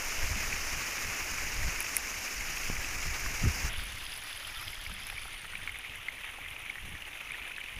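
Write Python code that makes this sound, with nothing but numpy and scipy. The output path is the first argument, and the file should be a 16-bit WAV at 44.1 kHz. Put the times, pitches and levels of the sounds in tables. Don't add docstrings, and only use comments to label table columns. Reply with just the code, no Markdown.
import sys
import numpy as np
from scipy import signal
from scipy.fft import rfft, irfft
from scipy.io import wavfile
from scipy.ndimage import uniform_filter1d

SR = 44100
rng = np.random.default_rng(int(sys.argv[2]) if len(sys.argv) > 2 else 0)


def store_pcm(level_fs):
    pcm = np.round(np.clip(level_fs, -1, 1) * 32767).astype(np.int16)
    wavfile.write(sys.argv[1], SR, np.atleast_2d(pcm).T)


def decibels_to_gain(level_db):
    exponent = np.asarray(level_db, float) / 20
    return 10 ** exponent


N = 343539

# (time [s], frequency [Hz], relative level [dB])
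CAVITY_RING = [(3.7, 10360, -16), (3.9, 10200, -12), (4.4, 10370, -12), (4.62, 10800, -12),
               (4.85, 10650, -16), (4.95, 10540, -15), (5.06, 10760, -12), (5.22, 10060, -9),
               (5.4, 9340, -13), (5.6, 9350, -16), (5.8, 10240, -21), (7.0, 9650, -23), (7.79, 9600, -20)]


def evened(x):
    return x / np.sqrt(np.mean(x ** 2) + 1e-20)


def read(points, hz):
    f, value = np.transpose(points)
    return np.interp(np.log(hz + 1), np.log(f + 1), value)


def columns(rows):
    s, *values = np.transpose(rows)
    return [np.interp(np.arange(N) / SR, s, v) for v in values]


def causal(points, size=4096):
    level_db = read(points, abs(np.fft.fftfreq(size, 1 / SR)))
    log_gain = np.log(decibels_to_gain(np.maximum(level_db, -100)))
    phase = -signal.hilbert(log_gain).imag
    taps = np.fft.ifft(np.exp(log_gain + 1j * phase)).real[:size // 2]
    return taps / np.linalg.norm(taps)


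def drift(per_s):
    hz = np.fft.rfftfreq(N, 1 / SR)
    spectrum = rfft(rng.standard_normal(N)) / (1 + (hz / per_s) ** 2)
    return evened(irfft(spectrum, N))


def resonate(x, hz, width):
    carrier = np.exp(2j * np.pi * np.cumsum(hz) / SR)
    r = np.exp(-np.pi * width / SR)
    return 2 * (carrier * signal.lfilter([1 - r], [1, -r], x / carrier)).real


def gusts():
    # (time [s], level [dB])
    breeze = [(0.0, -50), (1.0, -50.5), (1.55, -46), (2.1, -53.5), (3.3, -41), (3.6, -40.5), (4.25, -53),
              (5.0, -59), (6.2, -54.5), (7.2, -57.5), (7.79, -56)]
    # (centre [s], length [s], strength [dB], hardness [dB])
    shrub_gusts = [(0.06,0.14,-39,-17),(0.198,0.039,-30.5,-16),(0.238,0.035,-28,-15),(0.335,0.12,-34,-4),(0.479,0.18,-37.5,-6),(0.556,0.085,-43,-15),(0.637,0.18,-39,-23),(0.752,0.14,-39.5,-3.5),
                   (1.07,0.13,-40.5,-1),(1.234,0.077,-44,-15),(1.326,0.046,-36.5,-7),(1.44,0.094,-37,-5),(1.605,0.14,-33.5,-9),(1.669,0.044,-26.5,-8),(1.764,0.094,-39.5,-18),
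                   (2.04,0.12,-48,-16),(2.14,0.125,-49,-4),(2.39,0.061,-39,-17),(2.489,0.2,-41,-5.5),(2.66,.06,-39,-17),(2.743,0.17,-35.5,-4.5),(2.867,0.07,-43,-6),
                   (2.966,0.091,-38,-12),(3.083,0.067,-28,-10),(3.26,0.057,-33.5,-10),(3.433,0.033,-29.5,-5),(3.464,0.048,-24,12),(3.654,0.042,-32,1)]
    frond_gusts = [(3.791, 0.099, -35.5, -6), (3.931, 0.031, -45, 7), (3.996, 0.064, -54, -16),
                   (4.066, 0.07, -47, -21), (4.35, 0.022, -38, -11), (4.47, 0.061, -47, 0),
                   (4.52, 0.033, -41.5, -5), (4.58, 0.021, -38, -15), (4.684, 0.081, -45, -0.5),
                   (4.784, 0.025, -37.5, -21), (4.899, 0.19, -44, -3), (5.128, 0.18, -44.5, -7),
                   (5.253, 0.11, -46.5, -6), (5.313, 0.055, -62, -2), (5.368, 0.055, -47, -18),
                   (5.453, 0.046, -49, 0), (5.622, 0.26, -47, -3.5), (5.887, 0.068, -56, 13),
                   (5.976, 0.27, -56, 11), (6.455, 0.11, -51, -2), (6.849, 0.1, -44, 0),
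                   (6.934, 0.043, -42, 2), (7.029, 0.081, -50, -7), (7.318, 0.066, -51, -1),
                   (7.428, 0.043, -48, -9), (7.787, 0.085, -42, -1)]
    breeze_hard_db = -4.5
    t = np.arange(N) / SR
    soft = decibels_to_gain(2 * columns(breeze)[0])
    hard = soft * decibels_to_gain(2 * breeze_hard_db)
    for s, length, db, hard_db in shrub_gusts + frond_gusts:
        near = slice(max(round((s - .4) * SR), 0), round((s + .4) * SR))
        power = decibels_to_gain(2 * db) * 4. ** -((2 * (t[near] - s) / length) ** 2)
        share = decibels_to_gain(2 * hard_db)
        soft[near] += power / (1 + share)
        hard[near] += power * share / (1 + share)
    return 10 * np.log10(soft), 10 * np.log10(hard / soft)


def eddies(points, span_s):
    x = signal.oaconvolve(rng.standard_normal(N + SR), causal(points, size=16384))[SR:][:N]
    local_power = uniform_filter1d(x ** 2, round(span_s * SR))
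    return evened(x / np.sqrt(local_power + 0.27 * np.mean(x ** 2)))


def buffet():
    # (frequency [Hz], density [dB per Hz])
    eddy_spectra = [
        [(6, -39), (12, 12), (30, -2), (56, -3.5), (75, -23), (200, -88)],
        [(30, -47.5), (55, 2.5), (90, 1.5), (130, -8.5), (170, -35), (400, -111)],
        [(90, -38), (130, -1.5), (190, -4.5), (300, -16), (420, -20.5), (700, -63), (1500, -100)],
    ]
    thump_db, edge_db, edge_per_hard, edge_per_strength = -3.5, -9, 1.25, 0.022
    sway_db = 3
    level_db, hard_db = gusts()
    heave, thump, edge = (eddies(p, s) for p, s in zip(eddy_spectra, (.1, .045, .03)))
    edge = evened(edge * decibels_to_gain(2.0 * drift(39.0)))
    thump_level = thump_db + hard_db + sway_db * drift(18.0)
    edge_level = edge_db + edge_per_hard * hard_db + edge_per_strength * (level_db + 38)
    edge_level += sway_db * drift(21.0)
    return decibels_to_gain(level_db - 1.05) * (heave + decibels_to_gain(thump_level) * thump + decibels_to_gain(edge_level) * edge)


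def patchy(patch_db, flicker_db):
    frames = N // 64 + 5
    a, b, patches = rng.standard_normal((frames, 129, 3)).T
    patches = evened(uniform_filter1d(uniform_filter1d(patches, 5, 0), 24, 1))
    flicker = evened(uniform_filter1d(rng.standard_normal(frames), 8))
    z = (a + 1j * b) * decibels_to_gain(patch_db * patches + flicker_db * flicker)
    return evened(signal.istft(z, nperseg=256, noverlap=192)[1][:N])


def grains(per_s, spread_db, lo_hz, hi_hz, cycles, clump_db, count=24):
    chance = per_s / SR * decibels_to_gain(clump_db * drift(14.))
    size = decibels_to_gain(spread_db * np.minimum(rng.exponential(1, N), 3.6)) * (rng.random(N) < chance)
    leaf, out = rng.integers(0, count, N), np.zeros(N)
    for k, hz in enumerate(np.geomspace(lo_hz, hi_hz, count)):
        turns = np.arange(768) * hz / SR
        ring = turns * np.exp(-turns / cycles) * np.sin(2 * np.pi * turns)
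        ring_scaled = ring * np.sqrt(hz) / np.linalg.norm(ring)
        out += signal.oaconvolve(size * (leaf == k), ring_scaled)[:N]
    return evened(out)


def foliage():
    # (frequency [Hz], density [dB per Hz])
    holds = [
        [(150, -17.5), (250, -9.5), (456, -11.5), (860, -9.5), (1600, -5), (2300, -0.5), (2760, -4.5),
         (3390, -16), (4240, -15.5), (5210, -7), (6740, -7), (8140, -20.5), (9500, -17), (13000, -19.5),
         (15200, -19)],
        [(150, -22.5), (250, -9.5), (490, -9), (865, -3), (1300, -2.5), (1900, 2), (3550, 2), (4200, -9),
         (5050, -12), (6200, -13.5), (7900, -21), (9500, -17.5), (12600, -22.5), (14300, -21), (15200, -17.5)],
        [(150, -27), (250, -14), (1060, -12.5), (1580, -12.5), (2160, -1), (2520, -1.5), (3150, -5.5),
         (3650, -18.5), (4450, -35), (6180, -21), (8000, -31), (9500, -17.5), (12700, -25.5), (14600, -27),
         (15200, -24)],
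    ]
    # (time [s], rustle level [dB], dry fizz above the port dip [relative dB])
    rustle = [
        [(0.0, -34.5, -0.5), (1.55, -35.5, -0.5), (1.98, -37, 0.5), (3.53, -36, -0.5), (3.68, -35, -0.5)],
        [(3.71, -39, -1.5), (3.8, -39, 4), (3.9, -42, 4.5), (5.44, -44.5, 2), (6.65, -43, 0.5),
         (6.87, -44.5, 2.5), (7.44, -42.5, 0), (7.79, -44.5, 1)],
    ]
    # (time [s], share of the turn away from the fronds [0-1])
    aim = [(3.7, 0.3), (3.95, 0.2), (5.05, 0.08), (5.3, 0.29), (5.6, 0.38), (5.9, 0.52), (6.4, 0.65),
           (7.79, 0.59)]
    change_s = 3.693
    level_db, fizz_db = columns(rustle[0] + rustle[1])
    fronds = np.clip((np.arange(N) / SR - change_s) / 0.003, 0, 1)
    turn = np.clip(columns(aim)[0], 0, 1)

    shrubs = patchy(1.0, 0.99) + decibels_to_gain(-10.5) * grains(2500, 5.5, 692, 15100, 1.0, 2.2, count=12)
    shrubs = evened(shrubs)
    torn = patchy(1.1, 1.57)
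    torn += decibels_to_gain(-5.0 - 4.2 * turn) * grains(1500, 6.1, 4340, 15800, 1.8, 3.3, count=10)
    torn += decibels_to_gain(-12.5) * grains(700, 4.2, 1156, 3560, 2.9, 3.5, count=12)
    torn = evened(torn)

    drives = [(1 - fronds) * shrubs, fronds * (1 - turn) * torn, fronds * turn * torn]
    heard = sum(signal.oaconvolve(d, causal(hold))[:N] for d, hold in zip(drives, holds))
    fizz = signal.oaconvolve(heard, signal.firwin(101, 4200, pass_zero=False, fs=SR), "same")

    ring_hz, ring_db = columns(CAVITY_RING)
    late = evened(np.roll(torn, 600) + decibels_to_gain(-8.5) * grains(900, 4.0, 4200, 13600, 1.5, 2.8, count=6))
    broad = resonate(late, ring_hz + 200, 2600)
    sharp = evened(resonate(broad, ring_hz - 450, 890) - resonate(broad, ring_hz + 650, 1400))
    cavity = (1 - .5 * turn) * sharp + .5 * turn * evened(broad)
    lower_hz = 0.47 * ring_hz
    lower_mode = evened(resonate(resonate(late, lower_hz, 800), lower_hz, 800))
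    cavity += decibels_to_gain(2.5) * (1 - turn) ** 4 * lower_mode
    return decibels_to_gain(level_db - 1.0) * (heard + (decibels_to_gain(fizz_db) - 1) * fizz + fronds * decibels_to_gain(ring_db) * cavity)


def knocks(rows, rise_s, spread, echo, crack_db=-15.0, beat=0.64):
    out, t = np.zeros(N + 3000), np.arange(2500) / SR
    for (s, db, hz, t60), noise in zip(rows, rng.standard_normal((len(rows), 2500))):
        beating = 1 + beat * np.cos(2 * np.pi * spread * hz * t + .5 * noise[0])
        ring = np.sin(2 * np.pi * hz * t) * beating
        shape = (1 - np.exp(-t / rise_s)) ** 2 * decibels_to_gain(-60 * t / max(t60, .001))
        scatter = echo * evened(uniform_filter1d(noise, 12)) * np.exp(-t / 0.0065) * (t > rise_s)
        width = max(round(SR / hz / 3), 1)
        rough = np.gradient(uniform_filter1d(uniform_filter1d(noise, width), width))
        crack = decibels_to_gain(crack_db) * evened(rough) * np.minimum(t * hz, 1) * np.exp(-t * hz / 4.4)
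        ringing = ring * (shape + scatter * shape.max()) / abs(ring * shape).max()
        out[round(s * SR):][:2500] += decibels_to_gain(db - 0.5) * (ringing + crack)
    return out[:N]


def slaps():
    leaf_slaps = [(1.1494, -37, 2280), (1.383, -25, 2240), (1.6293, -27, 1930), (1.7836, -30, 2270),
                  (1.805, -24.5, 2360), (1.8455, -27, 2470), (1.8653, -27, 2550), (1.968, -20, 2170),
                  (2.1415, -30, 2100), (2.2783, -26, 2460), (2.4085, -25.5, 2200), (2.572, -28, 2620),
                  (2.634, -29, 2590), (2.713, -31.5, 2450), (2.767, -25, 2270), (2.8453, -26.5, 2550),
                  (3.262, -25, 1820), (3.3486, -30, 2470), (3.632, -35, 2160),
                  (3.796, -30, 1800), (4.0635, -32, 3240), (4.3284, -31, 3480), (4.375, -34, 3160),
                   (4.45, -31, 3100), (4.498, -33, 2340), (4.6797, -27.5, 3240), (4.7534, -33, 3270),
                   (4.864, -28, 2230), (5.0994, -31, 2490), (5.4533, -32, 1880), (5.5534, -25.5, 2360),
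                   (5.615, -33.5, 2280), (5.675, -22, 2240), (5.8476, -34, 2060), (5.957, -29, 2080),
                   (6.2898, -37, 2020), (6.4616, -28.5, 2050), (6.6504, -32, 2490), (6.7557, -29, 1890),
                   (7.132, -32, 2460), (7.208, -30, 2550), (7.273, -33, 2600), (7.3066, -29, 2190),
                   (7.319, -28, 2400), (7.423, -30, 2540), (7.497, -32, 2430), (7.564, -28, 2570),
                   (7.582, -27, 1770), (7.685, -31, 2400),
                  (5.7573, -34, 1960), (5.8953, -33, 3100), (5.9095, -33.5, 2190), (6.0013, -38, 2540),
               (6.2168, -35, 2090), (6.243, -33, 2340), (6.252, -38, 2280), (6.3729, -38, 2230),
               (6.564, -30, 2440), (6.6079, -37, 2070), (6.6622, -29.5, 2210), (6.783, -31, 1880),
               (6.8962, -42, 2430), (6.9513, -34, 1880), (7.0045, -39, 2870), (7.0515, -35, 2870),
               (7.1716, -37, 2130), (7.3961, -32, 2340), (7.452, -33.5, 2300), (7.538, -37, 2560),
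               (7.6395, -30, 2500), (7.66, -33, 2640), (7.7278, -36, 2260), (7.7463, -37, 2400),
               (7.7638, -32.5, 2680),
                  (0.1689, -30, 2200), (0.2904, -37, 2350), (0.5276, -25, 2530), (0.7998, -39, 2290),
               (0.98, -33, 2150), (1.1247, -38, 2370), (1.6979, -32, 2530), (2.1155, -29, 2240),
               (2.4851, -32, 2400), (2.6652, -30, 2490), (4.4044, -39, 3210), (4.5644, -35, 3470),
               (4.5965, -35, 3100), (7.1524, -36, 2110), (7.191, -38, 2430), (7.2244, -37, 2500),
               (7.25, -36, 2530), (7.29, -34, 2210), (7.5444, -32, 2630), (7.6054, -36, 2380),
               (7.7844, -35, 2430)]
    t60_s = 0.009
    rows = [(*row, t60_s) for row in leaf_slaps]
    return knocks(rows, 0.00063, 0.13, 0.088, crack_db=-20.0, beat=0.6)


def flutters():
    # (centre [s], peak [dB], frequency [Hz])
    vortices = [(0.245, -32, 88), (0.32, -31, 81), (0.774, -37, 118), (1.626, -33.5, 89.5), (1.68, -36, 75),
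                (1.684, -36, 144), (2.664, -42, 55.3), (2.74, -40, 80), (3.441, -27.5, 185),
                (3.091, -34, 96), (3.4775, -25, 95), (3.502, -26.5, 69.6), (3.432, -36, 40),
                (3.458, -30.5, 152), (3.645, -31.5, 59.6), (3.683, -35, 34.8), (4.6, -46, 98),
                (4.679, -43, 99)]
    cycles = 1.0
    out, t = np.zeros(N), np.arange(N) / SR
    for s, db, hz in vortices:
        near = slice(round((s - .1) * SR), round((s + .1) * SR))
        turns = hz * (t[near] - s)
        out[near] += decibels_to_gain(db) * np.exp(-(turns / cycles) ** 2) * np.cos(2 * np.pi * turns)
    return out


def ticks():
    # (time [s], peak [dB], ring [Hz])
    shrub_ticks = [
        (1.051, -38, 9940),
        (1.6257, -39, 10600),
        (1.786, -37, 10500),
        (1.8255, -28, 10300),
        (1.9465, -32, 9400),
    ]
    # (time [s], peak [dB], ring [Hz])
    thin_ticks = [(3.7971, -43, 12700), (3.9213, -43, 12600), (4.0396, -44, 13600), (4.1753, -43, 14800),
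                  (4.2501, -49, 12800), (4.2955, -45, 15000), (4.3738, -42, 12700), (4.494, -48, 14600),
                  (4.5773, -46, 14700), (4.6507, -50, 14300), (4.8048, -43, 14800), (5.0498, -40, 14900),
                  (5.2553, -50, 12700), (5.5791, -49, 13400)]
    # (time [s], peak [dB])
    frond_ticks = [(3.6983, -49), (3.7296, -33), (3.7627, -40), (3.7812, -36), (3.8365, -35), (3.8535, -41),
                   (3.868, -34), (3.9213, -38), (3.9832, -39), (4.0396, -41), (4.052, -35), (4.075, -44),
                   (4.0989, -45), (4.1199, -43), (4.1383, -30.5), (4.1628, -39), (4.1753, -33),
                   (4.2365, -31), (4.2955, -37), (4.3284, -38), (4.3608, -36), (4.3738, -35), (4.3968, -41),
                   (4.4731, -33), (4.494, -43), (4.5265, -41), (4.5479, -44), (4.5798, -43), (4.6138, -33),
                   (4.6512, -40),
                   (4.6518, -43), (4.6618, -41), (4.6803, -41), (4.7042, -37), (4.7207, -38), (4.7431, -39),
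                   (4.789, -42), (4.813, -37), (4.8379, -40), (4.8723, -38), (4.8968, -38), (4.9282, -40),
                   (4.9397, -35), (4.9995, -44), (5.0335, -43), (5.0683, -30), (5.0998, -33), (5.1193, -45),
                   (5.1761, -46), (5.1941, -37), (5.218, -37), (5.243, -40), (5.2555, -42), (5.2789, -35),
                   (5.3288, -38), (5.3782, -40), (5.416, -36), (5.465, -44), (5.4954, -47), (5.5523, -43),
                   (5.5792, -39), (5.6176, -42), (5.6326, -40), (5.6735, -49), (5.7179, -38), (5.7733, -42),
                   (5.7875, -32), (5.8381, -45), (5.956, -36), (6.1534, -44), (6.2502, -43), (6.3111, -40),
                   (6.4807, -42), (6.5041, -37), (6.5924, -43), (6.6533, -47), (6.7241, -48), (6.8114, -44),
                   (6.8917, -42), (6.9296, -45), (7.1606, -49), (7.172, -42), (7.3178, -37), (7.445, -46),
                   (7.4669, -44), (7.4794, -41), (7.5622, -48), (7.5747, -40), (7.6036, -44), (7.76, -44)]
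    t60_s, over_ring = 0.0065, 1.02
    ring_s, ring_hz, _ = np.transpose(CAVITY_RING)
    rows = shrub_ticks + thin_ticks
    rows = rows + [(s, db, over_ring * np.interp(s, ring_s, ring_hz)) for s, db in frond_ticks]
    return knocks([(*row, t60_s) for row in rows], 0.0005, 0.08, 0.25, crack_db=-10.0, beat=0.75)


def snaps():
    # (time [s], peak [dB], ring [Hz], t60 [s])
    snap_modes = [(1.8046, -26, 13600, .002), (1.8046, -18, 10300, .002), (1.9588, -27, 9800, .003),
                  (1.9666, -19, 13800, .003), (1.9666, -12, 10900, 0.0025), (1.9666, -15, 9500, 0.0025),
                  (1.9666, -24, 5300, 0.0033), (1.982, -30, 10700, .003), (5.1, -32.5, 3500, .008),
                  (4.9395, -36, 8800, .004), (4.4731, -38, 8300, .003), (7.5627, -38, 3900, .005),
                  (3.52, -33, 9800, .003), (3.556, -35, 12500, .003)]
    return knocks(snap_modes, 0.00019, 0.098, 0.083, beat=0.19)


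def pops():
    # (time [s], peak [dB], rise [s], fall [s])
    steps = [
        (2.7001, -20, .0001, .002),
        (2.7295, -27, .001, .006),
        (3.4735, 2, .004, .002),
    ]
    out, t = np.zeros(N), np.arange(N) / SR
    for s, db, rise_s, fall_s in steps:
        since = np.maximum(t - s, 0)
        out += decibels_to_gain(db) * (1 - np.exp(-since / rise_s)) ** 2 * np.exp(-since / fall_s)
    return out


def flaps():
    # (time [s], peak [dB], ring [Hz])
    frond_flaps = [(3.134, -36, 1140), (3.174, -38, 1440), (3.261, -31, 1130), (3.417, -48, 1310),
                   (3.796, -35, 1580), (4.476, -38, 1460), (4.627, -35, 1380), (4.794, -39, 1430),
                   (4.895, -36, 1290), (5.098, -37.5, 1340), (5.126, -41, 830), (5.253, -36, 1310),
                   (5.255, -44, 770), (5.281, -41, 1350), (5.446, -37, 1290), (5.534, -34, 1520),
                   (5.675, -34.5, 1340), (6.243, -38.5, 1260), (6.385, -40.5, 810), (7.508, -36, 1460)]
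    t60_s = 0.019
    return knocks([(*row, t60_s) for row in frond_flaps], 0.00057, 0.306, 0.07)


def low_ticks():
    # (time [s], peak [dB])
    mode_ticks = [(4.0521, -40), (4.0661, -35), (4.12, -33), (4.1379, -37), (4.1634, -38), (4.333, -38),
                  (4.4692, -40), (4.547, -38), (4.599, -36), (4.6802, -36), (4.7545, -54), (4.8688, -38)]
    mode_hz, t60_s = 4900, 0.013
    return knocks([(*row, mode_hz, t60_s) for row in mode_ticks], 0.0003, 0.058, 0.1)


def bird():
    # (time [s], pitch [Hz], level [dB])
    call = [(4.47, 1520, -70), (4.485, 1470, -54), (4.515, 1450, -55), (4.53, 1200, -52),
            (4.552, 1290, -48), (4.57, 1370, -46), (4.59, 1240, -47), (4.61, 1150, -48), (4.628, 1300, -50),
            (4.645, 1550, -72)]
    hz, level_db = columns(call)
    phase = 2 * np.pi * np.cumsum(hz * (1 + 0.005 * drift(123.0))) / SR
    return decibels_to_gain(level_db - 4.0 + 1.7 * drift(40.)) * (np.sin(phase) + .3 * np.sin(2 * phase))


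def presses():
    # (time [s], peak [dB], ring [Hz])
    leaf_presses = [(4.731, -33, 2150), (5.164, -34, 2280), (5.172, -33, 2000), (5.18, -29, 2280),
                    (5.693, -26.5, 2140), (6.0839, -22.5, 2105), (6.697, -24, 2210), (7.02, -32, 2800),
                    (7.343, -32, 1850), (7.515, -31.5, 2390), (6.18, -36, 2270), (7.6128, -30.5, 2320)]
    t60_s = 0.014
    return knocks([(*row, t60_s) for row in leaf_presses], 0.001, 0.099, 0.079)


def scene():
    wind = buffet() + flutters() + pops()
    contacts = slaps() + ticks() + snaps() + flaps() + low_ticks() + presses()
    return (wind + foliage() + contacts + bird())[None]


def top_cut(x):
    return signal.sosfilt(signal.butter(12, 16380, fs=SR, output="sos"), x)


def record(dry):
    edge_hz = 15075
    low_pass = signal.firwin(1601, edge_hz, window=("kaiser", 6), fs=SR)
    limited = signal.oaconvolve(dry, low_pass[None], "same")
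    return top_cut(limited)


dry = scene()
out = record(dry)
store_pcm(out)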